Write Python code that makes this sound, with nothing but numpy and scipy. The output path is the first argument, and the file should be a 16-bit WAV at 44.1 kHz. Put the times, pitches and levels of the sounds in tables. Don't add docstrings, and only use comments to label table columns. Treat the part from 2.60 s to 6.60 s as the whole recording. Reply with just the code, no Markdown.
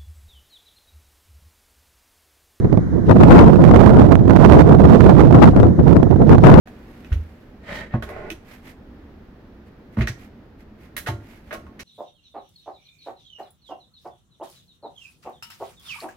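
import sys
import numpy as np
from scipy import signal
from scipy.io import wavfile
from scipy.ndimage import uniform_filter1d

SR = 44100
rng = np.random.default_rng(int(sys.argv[2]) if len(sys.argv) > 2 else 0)


def dump_mix(stems):
    frames = np.atleast_2d(stems).T
    limited = np.clip(frames, -1, 1)
    pcm = np.round(limited * 32767).astype(np.int16)
    wavfile.write(sys.argv[1], SR, pcm)


N = 176400

# pitch_hz, level_db
WATER_TONE = [(200, -58), (700, -71.5), (1200, -70.5), (2000, -69.5), (3300, -85), (5000, -94.5),
              (6500, -86.5), (9500, -101), (14000, -112)]
# pitch_hz, width_hz
RECORDER_NOTCHES = [(2650, 3800), (7750, 4800)]
# pitch_hz, level_db
RECORDER_HISS_TONE = [(1000, -100), (2600, -91), (4000, -95), (6000, -102.5), (8500, -110), (14000, -118)]
# time_s, side (-1 left, 1 right), accent_db
SLAP_CUES = [(0.047, 1, -3), (0.055, -1, -3), (0.128, 1, -2), (0.146, 1, -2), (0.175, 1, 4), (.496, -1, 12),
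             (.611, -1, 12.5), (.635, -1, 15), (0.708, -1, 12.5), (.791, -1, 16), (0.832, -1, 7),
             (0.958, 1, 7.5), (1.041, 1, 9), (1.113, -1, 11.5), (1.161, 1, 14), (1.204, 1, 8),
             (1.263, 1, 8.5), (1.371, -1, 9), (1.397, -1, 11.5), (1.409, 1, 10), (1.520, 1, 12),
             (1.555, 1, 13.5), (1.708, 1, 9.5), (1.763, 1, 12), (1.844, 1, 10.5), (1.861, 1, 11),
             (1.923, 1, 14), (2.15, 1, 9.5), (2.358, 1, 7), (2.406, 1, 13), (2.443, 1, 7.5), (2.493, 1, 12),
             (2.597, 1, 10), (2.636, 1, 8), (2.727, 1, 7.5), (2.747, -1, 7.5), (2.828, -1, 16),
             (2.964, 1, 7.5), (3.001, -1, 7), (3.032, -1, 9), (3.192, -1, 0), (3.238, 1, -0.5),
             (3.327, 1, 8), (3.431, 1, 7), (3.367, -1, 11), (3.512, 1, 3), (3.56, 1, 0), (3.619, 1, 6),
             (3.695, 1, 8), (3.713, 1, 9.5), (3.783, 1, 10), (3.941, -1, 17)]
# time_s, strength_db
GUSTS_LEFT = [(0.0, -20.5), (0.06, -15), (0.085, -24), (0.46, -31), (0.489, 4), (0.514, 13), (0.544, -14),
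              (0.564, 5), (0.589, -16.5), (0.604, 4), (0.639, 7), (0.656, -9), (0.708, 15), (0.763, 11),
              (0.788, 15), (0.9, 0), (0.922, -33), (0.973, -21.5), (0.988, 2.5), (1.008, 2.5), (1.048, -22),
              (1.073, -6.5), (1.093, -15), (1.112, 9), (1.127, -2), (1.147, 5.5), (1.172, -8.5),
              (1.25, -23.5), (1.272, -1), (1.292, -16.5), (1.322, 0.5), (1.348, -10.5), (1.367, 7),
              (1.382, 0), (1.395, 8.5), (1.412, -7.5), (1.44, -3), (1.455, -18), (1.741, -19),
              (1.831, -16.5), (1.856, 0), (1.896, -15), (1.971, 5), (2.005, 1.5), (2.03, -26),
              (2.055, -2.5), (2.085, -17.5), (2.11, 5), (2.17, -17), (2.2, -16), (2.255, 6), (2.272, -12),
              (2.3, -5), (2.33, -6), (2.42, -22), (2.474, 2), (2.554, -17), (2.639, -4), (2.669, -14),
              (2.725, -20), (2.744, 7), (2.815, 0), (2.824, 16.5), (2.842, 15), (2.852, -2), (2.875, 9.5),
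              (2.905, -10), (3.003, 8), (3.018, -15), (3.038, 9.5), (3.09, -16), (3.18, -26), (3.191, -1),
              (3.213, 0), (3.226, -28), (3.263, -18), (3.312, -24.5), (3.367, 8), (3.387, -12), (3.402, 1),
              (3.422, -23), (3.56, -26.5), (3.622, -1), (3.642, -22), (3.69, -22), (3.705, 9), (3.745, 5),
              (3.77, -12), (3.82, -24), (3.838, 10.5), (3.996, 11)]
# time_s, strength_db
GUSTS_RIGHT = [(0.0, -21.5), (0.036, -21.5), (0.05, -3), (0.07, -19), (0.11, -24), (0.127, -3), (0.148, -2),
               (0.16, -19.5), (0.19, -6), (0.208, -27.5), (0.3, -37.5), (0.331, -8.5), (0.379, -5),
               (0.409, -18), (0.473, -19.5), (0.489, 1), (0.519, 2), (0.544, -9), (0.564, 5), (0.594, -1),
               (0.619, 13), (0.66, 8), (0.753, 10.5), (0.83, 7), (0.958, 6.5), (0.975, -4), (1.003, 6),
               (1.302, 10), (1.325, 1), (1.417, 10), (1.495, 2), (1.522, 11.5), (1.558, 4), (1.578, -9),
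               (1.611, 4), (1.635, -10), (1.711, 8), (1.745, 2), (1.766, 13), (1.78, -8), (1.791, 8),
               (1.864, 15), (1.878, 4), (1.92, 16), (1.98, 7), (2.005, 14), (2.06, 2), (2.08, 8), (2.15, 7),
               (2.172, -2), (2.21, 7), (2.33, 12), (2.388, 2), (2.413, 18), (2.426, 4), (2.514, 14),
               (2.539, 0), (2.599, 10.5), (2.704, -2), (2.73, 6.5), (2.835, 3), (2.854, 11), (2.884, 15),
               (2.905, -7), (2.95, -20), (2.964, 2), (3.098, -5), (3.153, -22), (3.245, -3), (3.272, 8),
               (3.332, 6), (3.354, -18), (3.39, 1), (3.412, -19), (3.428, 3), (3.447, -11), (3.472, 1),
               (3.497, -20.5), (3.523, 6), (3.585, -15), (3.617, 6), (3.66, -8), (3.697, 7), (3.756, 4),
               (3.766, -8.5), (3.783, 6.5), (3.815, -9), (3.836, 7), (3.891, 9.5), (3.965, 1),
               (3.996, 11.5)]
# pitch_hz, level_db
RUMBLE_TONE = [(20, -47.5), (40, -36.5), (80, -32), (130, -30.5), (200, -34.5), (320, -37.5), (500, -43),
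               (800, -49.5), (1200, -60), (2000, -80.5), (3300, -109), (14000, -120)]
# pitch_hz, gain_db
WINDWARD_EQ = [(40, 0), (130, 1.17), (280, 2.93), (600, 0), (1500, -6.5)]
# pitch_hz, swell_db_per_db
GUST_SWELL = [(30, .5), (80, 0.62), (150, 0.31), (320, 0.46), (550, 0.7763), (1200, 1.41)]
# pitch_hz, spread_db
BUFFET_DEPTH = [(40, 0.5), (200, 1.1), (600, 3.5), (1500, 4)]


def from_db(db):
    return 10 ** (np.asarray(db) / 20)


def envelope(points):
    times_s, values = np.transpose(points)
    return np.interp(np.arange(N) / SR, times_s, values)


def at_hz(points, hz):
    freqs, values = np.transpose(points)
    return np.interp(np.log(hz), np.log(freqs), values)


def drift(corner_hz):
    hop, settle = 40, 2000
    pole = np.exp(-2 * np.pi * corner_hz * hop / SR)
    noise = rng.standard_normal(N // hop + settle + 2)
    slow = signal.lfilter([1], [1, -2 * pole, pole * pole], noise)[settle:]
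    return np.interp(np.arange(N) / hop, np.arange(len(slow)), slow / slow.std())


def noise_bands():
    edges = 16 * 2 ** (np.arange(21) / 2)
    for low, high in zip(edges, edges[1:]):
        bandpass = signal.butter(3, [low, high], "band", fs=SR, output="sos")
        noise = signal.sosfilt(bandpass, rng.standard_normal(N + SR // 2))[-N:]
        yield np.sqrt(low * high), noise * np.sqrt(SR / 2)


def shaped_noise(tone):
    return sum(noise * from_db(at_hz(tone, hz)) for hz, noise in noise_bands())


def water():
    return shaped_noise(WATER_TONE)


def recorder_dips(bed):
    for hz, width_hz in RECORDER_NOTCHES:
        bed = signal.lfilter(*signal.iirnotch(hz, hz / width_hz, fs=SR), bed)
    return bed


def tick(time_s=0.129, pitch_hz=4600, level_db=-51.5, width_s=0.003):
    t = np.arange(N) / SR - time_s
    return from_db(level_db) * np.exp(-(t / width_s) ** 2) * np.sin(2 * np.pi * pitch_hz * t)


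def recorder_hiss(smooth_s=0.079, ragged_db=3):
    power = from_db(envelope(GUSTS_LEFT)) ** 2 + from_db(envelope(GUSTS_RIGHT)) ** 2
    loudness_db = 10 * np.log10(uniform_filter1d(power, int(smooth_s * SR)))
    spit_db = ragged_db * drift(corner_hz=270)
    return from_db(loudness_db + spit_db) * shaped_noise(RECORDER_HISS_TONE)


def eddy_slaps(width_s=0.0006):
    t, ports = np.arange(N) / SR, np.zeros((2, N))
    for time_s, side, accent_db in SLAP_CUES:
        near = np.abs(t - time_s) < 10 * width_s
        widths = (t[near] - time_s) / width_s
        ports[int(side > 0), near] -= from_db(accent_db) * widths * np.exp((1 - widths ** 2) / 2)
    return ports


def slap_puffs(side, lift_db=0.5, attack_s=0.000999, decay_s=0.0042):
    t, strength = np.arange(N) / SR, np.zeros(N)
    for time_s, slap_side, accent_db in SLAP_CUES:
        if slap_side == side:
            near = np.abs(t - time_s) < 10 * decay_s
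            age_s = t[near] - time_s
            puff = np.exp(np.minimum(age_s / attack_s, -age_s / decay_s))
            strength[near] += from_db(accent_db + lift_db) * puff
    return strength


def vortex_throb(strength_db, calm_hz=76.04, gust_rise_hz=51.94, wobble=0.33):
    shedding_hz = calm_hz + gust_rise_hz * from_db(strength_db) ** 0.68
    wobbling_hz = shedding_hz * np.exp(wobble * drift(corner_hz=50))
    cycles = np.cumsum(wobbling_hz) / SR
    return from_db(-7 + 0.5 * strength_db) * np.sin(2 * np.pi * cycles)


def wind(gusts, side):
    strength = np.hypot(from_db(envelope(gusts)), slap_puffs(side))
    strength_db = 20 * np.log10(strength)
    buffets = drift(corner_hz=62)
    rumble = vortex_throb(strength_db)
    for hz, noise in noise_bands():
        tone_db = at_hz(RUMBLE_TONE, hz) + (side > 0) * at_hz(WINDWARD_EQ, hz)
        swell_db = at_hz(GUST_SWELL, hz) * strength_db
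        flutter_db = at_hz(BUFFET_DEPTH, hz) * buffets
        rumble += noise * from_db(tone_db + swell_db + flutter_db)
    return rumble


def scene():
    left = from_db(-1.05) * wind(GUSTS_LEFT, side=-1) + recorder_hiss()
    left += from_db(-4) * recorder_dips(water())
    right = from_db(-0.96) * wind(GUSTS_RIGHT, side=1) + recorder_hiss()
    right += recorder_dips(water())
    return np.array([left, right]) + from_db(-3.5) * eddy_slaps() + tick()


def record(dry, ceiling=0.98, cutoff_hz=15900):
    overloaded = np.clip(dry, -ceiling, ceiling)
    lowpass = signal.ellip(10, 0.05, 70, cutoff_hz, fs=SR, output="sos")
    return signal.sosfilt(lowpass, overloaded)


dry = scene()
out = record(dry)
dump_mix(out)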